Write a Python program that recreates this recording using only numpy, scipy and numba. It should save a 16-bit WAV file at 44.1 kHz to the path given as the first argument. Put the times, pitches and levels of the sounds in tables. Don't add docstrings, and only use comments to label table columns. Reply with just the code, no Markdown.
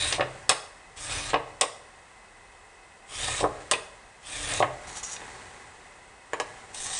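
import sys
import numpy as np
from scipy import signal
from scipy.fft import rfft, irfft
from scipy.io import wavfile
from scipy.ndimage import uniform_filter1d
from numba import njit

SR = 44100
rng = np.random.default_rng(int(sys.argv[2]) if len(sys.argv) > 2 else 0)


def store_pcm(level_fs):
    pcm = np.round(np.clip(level_fs, -1, 1) * 32767).astype(np.int16)
    wavfile.write(sys.argv[1], SR, np.atleast_2d(pcm).T)


N = 308259
TIME = np.arange(N) / SR
TOP_HZ = 10250
STROKE_RELEASE_S = 0.019

# start_s, length_s, bear_down_s, speed_up_s, level_db, slow_db, body_db
PUSHES = [(-0.2, 0.35, 0.08, 0.26, -35.7, -6, -2), (0.955, 0.348, 0.02, 0.2, -38.5, -6, 0.3),
          (3.041, 0.37, 0.12, 0.23, -36.5, -11, -1.8), (4.189, 0.41, 0.11, 0.32, -38, -10.5, 1)]
# pitch_hz, width_hz, level_db, full_speed_rise_ratio
EDGE_PEAKS = [(1163, 80, -6.5, 0.046), (1777, 97, -5.5, 0.02), (2330, 200, -5.5, 0.03),
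              (2550, 150, -13.5, .05), (3350, 360, 1.6, 0.11), (5600, 170, -14.5, 0.055),
              (6200, 120, -12, 0.033), (6820, 120, -11, .025), (7820, 180, -9.5, 0.015),
              (8800, 150, -4.5, 0.0045)]
# pitch_hz, level_db
HISS_COLOUR = [(1000, -19.5), (3000, -17.5), (4200, 0.5), (4800, 3.5), (6200, -2), (7300, 0.5), (8300, 6),
               (9000, 1.5), (9900, 0), (10200, -19)]
RASP_COLOUR = [(180, -9.5), (400, -3), (600, 4), (1150, -5), (1450, -2.5), (1800, 1), (2100, 0), (2400, 1),
               (3100, 0), (4500, -4), (8000, -34)]
RUMBLE_COLOUR = [(20, -12.5), (42, 11), (53, 1.5), (76, 6), (100, -4), (128, 0.5), (170, -17.5),
                 (230, -28.5), (295, -0.5), (360, -30), (700, -35)]
# start_s, length_s, bear_down_s, level_db, slow_db
LIGHT_STROKE = (6.722, 0.4, 0.035, -32.3, -9.5)
# pitch_hz, level_db
LIGHT_COLOUR = [(40, -5), (100, -10), (140, -10), (185, -17.5), (388, -11), (452, -12.5), (793, -7),
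                (1100, -13), (1340, -18.5), (1820, -9), (2170, -13), (3660, -7.5), (4530, -11),
                (8410, -3.5), (10200, -12)]
# pitch_hz, width_hz, level_db
LIGHT_PEAKS = [(810, 60, -4), (1150, 65, 9), (1820, 110, 2), (3700, 150, 1), (6030, 540, 0), (8400, 500, 1)]

# time_s, bench_db, steel_relative_db, hardness_hz, lead_s, lead_db, lead_hardness_hz
KNOCKS = [(0.208, -17, -4, 2750, 0.012, -19, 1500), (1.342, -14, -6, 2930, 0.009, -19, 2680),
          (3.4407, -13.5, -13, 1420, 0.011, -20.5, 955), (4.6256, -13, -8.5, 2480, 0.0225, -15.5, 990)]
# time_s, bench_db, steel_db, bounce_steel_db
SET_DOWNS = [(0.4931, -20, -10, -25), (1.611, -21.5, -14, -43), (3.7127, -20.5, -15.5, -19)]
# time_s, bench_db, steel_db, hardness_hz
CATCHES = [(0.076, -43, -33, 11000), (0.125, -29, -19.5, 6500), (0.182, -25.5, -50, 1000),
           (1.122, -51, -35, 11000), (3.283, -29, -31, 7000), (3.402, -37, -30.5, 5000),
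           (3.408, -23.5, -50, 880), (4.537, -32.5, -27, 10000), (5.035, -44, -37.5, 10000),
           (5.164, -48, -36, 5000), (5.217, -37.5, -41, 3000), (6.746, -48, -35.5, 11000)]
# time_s, bench_db, steel_db, free_ring_db
TOUCHES = [(6.3334, -22, -41.5, -30.5), (6.4, -21.5, -30, -27)]
# pitch_hz, level_db, t60_s
BENCH_MODES = [(129.6, -12.5, 0.54), (299, -5, 0.16), (421, -7.5, 0.39), (463.4, -12, 0.36),
               (567, -3, 0.076), (686, -4.5, 0.07), (793, -5, 0.08), (1000, -3, 0.091), (1096, -1.5, 0.089),
               (1210, -4, 0.061), (1594, -11.5, 0.09), (1786, -7.5, 0.079), (1888, -9, 0.08)]
GRIPPED_MODES = [(2526, -2.5, 0.045), (2797, -1.5, 0.036), (3460, -1, 0.019), (3895, -4.5, 0.036),
                 (4690, -1, 0.05), (5170, 3, 0.057), (5205, -5.5, 0.02), (6300, -2, .03), (7200, -0.5, .03),
                 (8230, -7, 0.033), (8660, 5.5, 0.031)]
LOOSE_MODES = [(1690, 5, 0.15), (2870, -10, .05), (3900, -14.5, 0.22), (4640, -17, 0.06), (7030, -5, 0.02)]
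# pitch_hz, level_db
BENCH_COLOUR = [(60, -7), (120, -10.5), (210, -19.5), (300, -14), (420, -4.5), (580, 0.5), (700, 1.5),
                (900, -3.5), (1100, -5.5), (1400, -15), (1900, -13), (3000, -17.5), (6000, -50)]
STEEL_COLOUR = [(400, -23.5), (1000, 0.5), (1450, -5.5), (1850, 2), (2300, -10), (2700, 0.5), (3150, -3),
                (3600, 1.5), (4500, -3), (5800, -0.5), (7500, 1), (8700, 2.5), (10200, -4)]

# start_s, length_s, level_db, squeak_relative_db
WIPES = [(4.868, 0.14, -43, -8.5), (4.953, 0.035, -44, -9), (5.029, 0.023, -42.5, 8),
         (5.061, 0.1, -42.5, -3), (5.111, 0.022, -50, 10.5)]
# pitch_hz, width_hz, level_db
SQUEAK_PEAKS = [(5890, 150, -1), (6600, 200, -3), (7100, 140, -8), (7600, 260, -21)]
# loudest_s, rise_s, fade_s, level_db
ARM_MOVES = [(0.33, 0.18, 0.4, -47.5), (1.48, 0.063, 0.63, -55), (3.6, 0.21, 0.33, -47),
             (4.92, 0.44, 0.49, -44.5), (5.3, 0.21, 0.43, -47.5), (6.52, 0.31, 0.7, -48.5)]
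# pitch_hz, level_db
WIPE_COLOUR = [(300, -11), (1200, 1.5), (2200, -4), (4000, 0.5), (5200, -3), (7000, 0), (9000, 1),
               (10200, -6.5)]
SLEEVE_COLOUR = [(18, -28), (30, -12), (43, -2), (222, -14), (408, -9), (697, -11), (750, -5), (1280, -12),
                 (2040, -7.5), (2420, -17), (4300, -20.5), (5200, -23), (8390, -19), (10200, -28)]
ROOM_TONE_COLOUR = [(15, -50), (25, 4.5), (149, -9.5), (229, -10), (287, -12.5), (398, -5.5), (692, -6.5),
                    (765, -2), (867, -10), (1030, -8), (1750, -9), (2040, -5.5), (2370, -19), (2560, -15),
                    (10200, -25)]
# pitch_hz, width_hz, level_db
ROOM_TONE_PEAKS = [(794, 14, -3), (977, 130, 1.5), (2015, 190, -4.5), (2556, 57, 8.5), (8250, 1200, 3)]


def pushes(bite_db=2.5, bite_s=0.069, far_end_db=4, far_end_s=0.038, shake_release_s=0.14):
    gain, body, shake, speed = np.zeros((4, N))
    for start, length, bear_down_s, speed_up_s, db, slow_db, body_db in PUSHES:
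        pressure = envelope(start, length, bear_down_s, STROKE_RELEASE_S)
        shaking = envelope(start, length, bear_down_s, shake_release_s)
        pace = stroke_speed(start, speed_up_s)
        slowness = 1 - pace
        bite = np.exp(-((TIME - start - speed_up_s) / bite_s) ** 2)
        level = undb(db + slow_db * slowness + bite_db * bite)
        gain += pressure * level
        far_end = np.exp(-np.maximum(start + length - TIME, 0) / far_end_s)
        body += pressure * level * undb(body_db - 4 * slowness + far_end_db * far_end)
        shake += shaking * level * undb(body_db - 6.5 * slowness)
        speed += pressure * pace ** 4
    grains = grit(per_s=9800, spread_db=2.0, judder_db=1.06, judder_hz=55)
    hiss = patchy(colour(grains, HISS_COLOUR), depth_db=3.0)
    coarse_grains = grit(per_s=5000, spread_db=0.5, judder_db=2.0)
    rasp = patchy(colour(coarse_grains, RASP_COLOUR), depth_db=1.65)
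    treble = undb(-3.0) * hiss + undb(-0.5) * edge_ring(grains, speed)
    rumble = unit(colour(rng.standard_normal(N), RUMBLE_COLOUR))
    return gain * treble + undb(-1.5) * body * rasp + undb(-4.0) * shake * rumble


def edge_ring(grains, speed, wander=0.025, wander_hz=11, swell_db=2.5):
    ringing = np.zeros(N)
    for hz, width, db, rise in EDGE_PEAKS:
        level = undb(db + swell_db * walk(wander_hz))
        pitch_hz = hz * (1 + rise * speed + wander * walk(wander_hz))
        ringing += level * unit(bandpass(grains, pitch_hz, float(width)))
    return unit(ringing)


def light_stroke():
    start, length, bear_down_s, db, slow_db = LIGHT_STROKE
    slowness = 1 - stroke_speed(start, speed_up_s=0.19)
    gain = envelope(start, length, bear_down_s, STROKE_RELEASE_S) * undb(db + slow_db * slowness)
    grains = colour(grit(per_s=8900, spread_db=1.5, judder_db=0.5), LIGHT_COLOUR)
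    return gain * patchy(grains + resonate(grains, LIGHT_PEAKS), depth_db=2.5)


def stroke_speed(start, speed_up_s):
    return np.sin(np.pi / 2 * np.clip((TIME - start) / speed_up_s, 0, 1))


def grit(per_s, spread_db, judder_db, judder_hz=70):
    happens = rng.random(N) < per_s / SR
    sizes = undb(spread_db * np.minimum(rng.exponential(size=N), 6))
    return unit(happens * sizes * rng.standard_normal(N)) * undb(judder_db * walk(judder_hz))


def patchy(x, depth_db, rate_hz=28, band_count=9):
    hz = np.fft.rfftfreq(N, 1 / SR)
    centres = np.linspace(0, TOP_HZ, band_count)
    spectrum = rfft(x)
    bands = [irfft(spectrum * np.interp(hz, centres, band), N) for band in np.eye(band_count)]
    return unit(sum(band * undb(depth_db * walk(rate_hz)) for band in bands))


def contacts(rebound_s=0.016, flat_s=0.0065, bounce_s=0.0225):
    rows = list(CATCHES)
    for s, db, steel_db, hz, lead_s, lead_db, lead_hz in KNOCKS:
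        rows += [(s - lead_s, lead_db, lead_db + steel_db - 7, lead_hz),
                 (s, db, db + steel_db, hz),
                 (s + rebound_s, db - 10, db + steel_db - 10, hz * 0.77)]
    for s, bench_db, steel_db, bounce_db in SET_DOWNS:
        rows += [(s, bench_db, steel_db, 11000),
                 (s + flat_s, bench_db + 0.5, steel_db - 7.5, 4670),
                 (s + bounce_s, bench_db - 2.5, bounce_db, 3100)]
    return rows + [(s, bench_db, steel_db, 10200) for s, bench_db, steel_db, _ in TOUCHES]


def bench_and_steel(t):
    wood, metal, tick = rng.standard_normal((3, len(t)))
    thud = undb(-3) * signal.unit_impulse(len(t)) + unit_energy(wood * decay(t, t60=0.056))
    clack = unit_energy(tick * decay(t, t60=0.022)) + unit_energy(metal * decay(t, t60=0.032))
    bench = unit_energy(colour(thud, BENCH_COLOUR)) + undb(-3) * ring(BENCH_MODES, t, scatter_db=2.5)
    steel = unit_energy(colour(clack, STEEL_COLOUR)) + undb(-8) * ring(GRIPPED_MODES, t, scatter_db=5)
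    return bench, steel


def blows(level_window_s=0.005):
    t = TIME[:SR // 2]
    track = np.zeros(N + len(t))
    for s, bench_db, steel_db, hardness_hz in contacts():
        bench, steel = bench_and_steel(t)
        treble_cut = signal.butter(4, min(hardness_hz / SR, .45), fs=1, output="sos")
        bass_cut = signal.butter(1, hardness_hz / 14, btype="high", fs=SR, output="sos")
        contact = np.vstack([treble_cut, bass_cut])
        start = int(s * SR)
        for part, db in ((bench, bench_db), (steel, steel_db)):
            track[start:start + len(t)] += undb(db) * unit_energy(signal.sosfilt(contact, part))
    for s, _, _, free_ring_db in TOUCHES:
        start = int(s * SR)
        track[start:start + len(t)] += undb(free_ring_db) * ring(LOOSE_MODES, t, scatter_db=4.0)
    boosted = colour(track[:N],
                     [(40, -1.0), (128, 4.5), (165, 5), (240, 2), (320, 2), (500, 1.5), (700, 0)])
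    return boosted * np.sqrt(level_window_s * SR)


def finger_wipes():
    drag_gain, squeak_gain = np.zeros((2, N))
    for start, length, db, squeak_db in WIPES:
        gain = undb(db) * envelope(start, length, attack_s=0.0038, release_s=0.0094)
        drag_gain += gain
        squeak_gain += gain * undb(squeak_db)
    slips = grit(per_s=3800, spread_db=1.0, judder_db=1.5)
    drag = drag_gain * unit(colour(slips, WIPE_COLOUR))
    squeak = squeak_gain * unit(resonate(slips, SQUEAK_PEAKS))
    return undb(-1.5) * (drag + squeak)


def sleeves():
    moving = sum(undb(db) * envelope(s - rise_s, rise_s, rise_s, fade_s)
                 for s, rise_s, fade_s, db in ARM_MOVES)
    rubbing = grit(per_s=11000, spread_db=1.0, judder_db=0.5)
    return moving * unit(colour(rubbing, SLEEVE_COLOUR))


def workshop(direct, early_db=-6, late_db=-11):
    t = TIME[:SR]
    near, far = rng.standard_normal((2, SR))
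    early = unit_energy(near * decay(t, t60=0.11) * (t > .003))
    late = unit_energy(far * decay(t, t60=0.5) * (t > .012))
    dull_late = colour(late, [(150, 1.0), (700, 4.5), (2000, -1.0), (8000, -4)])
    response = undb(early_db) * early + undb(late_db) * dull_late
    return (direct + signal.fftconvolve(direct, response)[:N]) * undb(-0.92)


def room_tone(level_db=-52):
    noise = colour(rng.standard_normal(N), ROOM_TONE_COLOUR)
    return undb(level_db) * unit(noise + resonate(noise, ROOM_TONE_PEAKS))


def ring(modes, t, scatter_db):
    chance = rng.standard_normal((len(modes), 2))
    ringing = np.zeros(len(t))
    for (hz, db, t60), (share, side) in zip(modes, chance):
        amplitude = np.sign(side) * undb(db + scatter_db * share) / np.sqrt(t60)
        ringing += amplitude * decay(t, t60) * np.sin(2 * np.pi * hz * t)
    return unit_energy(ringing)


def resonate(x, peaks):
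    return sum(undb(db) * bandpass(x, np.full(N, float(hz)), float(width)) for hz, width, db in peaks)


@njit
def bandpass(x, hz, width):
    y, band_state, low_state = np.empty(len(x)), 0., 0.
    for i in range(len(x)):
        tuning, damping = np.tan(np.pi * hz[i] / SR), width / hz[i]
        band = (band_state + tuning * (x[i] - low_state)) / (1 + tuning * (tuning + damping))
        band_state = 2 * band - band_state
        low_state += 2 * tuning * band
        y[i] = damping * band
    return y


def colour(x, points, size=4096):
    hz, db = np.transpose(points)
    grid_hz = np.maximum(np.arange(size // 2 + 1) * SR / size, 1)
    gain = undb(np.interp(np.log(grid_hz), np.log(hz), db))
    cepstrum = irfft(np.log(gain))
    folded = np.r_[cepstrum[0], 2 * cepstrum[1:size // 2]]
    return signal.fftconvolve(x, irfft(np.exp(rfft(folded, size))))[:len(x)]


def envelope(start, length, attack_s, release_s):
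    age = TIME - start
    attack = np.sin(np.pi / 2 * np.clip(age / attack_s, 0, 1)) ** 2
    return attack * np.exp(-np.maximum(age - length, 0) / release_s)


def walk(rate_hz):
    hold = int(SR / rate_hz)
    steps = np.repeat(rng.standard_normal(N // hold + 1), hold)
    return unit(uniform_filter1d(steps, hold)[:N])


def decay(t, t60):
    return np.exp(-np.log(1000) * t / t60)


def undb(db):
    return 10 ** (np.asarray(db) / 20)


def unit(x):
    return x / np.sqrt(np.mean(x ** 2))


def unit_energy(x):
    return x / np.sqrt(np.sum(x ** 2))


def scene():
    at_bench = pushes() + light_stroke() + blows() + finger_wipes() + sleeves()
    return (workshop(at_bench) + room_tone())[None]


def record(dry):
    ceiling = .7
    rounded = ceiling * np.tanh(dry / ceiling)
    return signal.sosfilt(signal.ellip(10, .3, 70, TOP_HZ, fs=SR, output="sos"), rounded)


dry = scene()
out = record(dry)
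store_pcm(out)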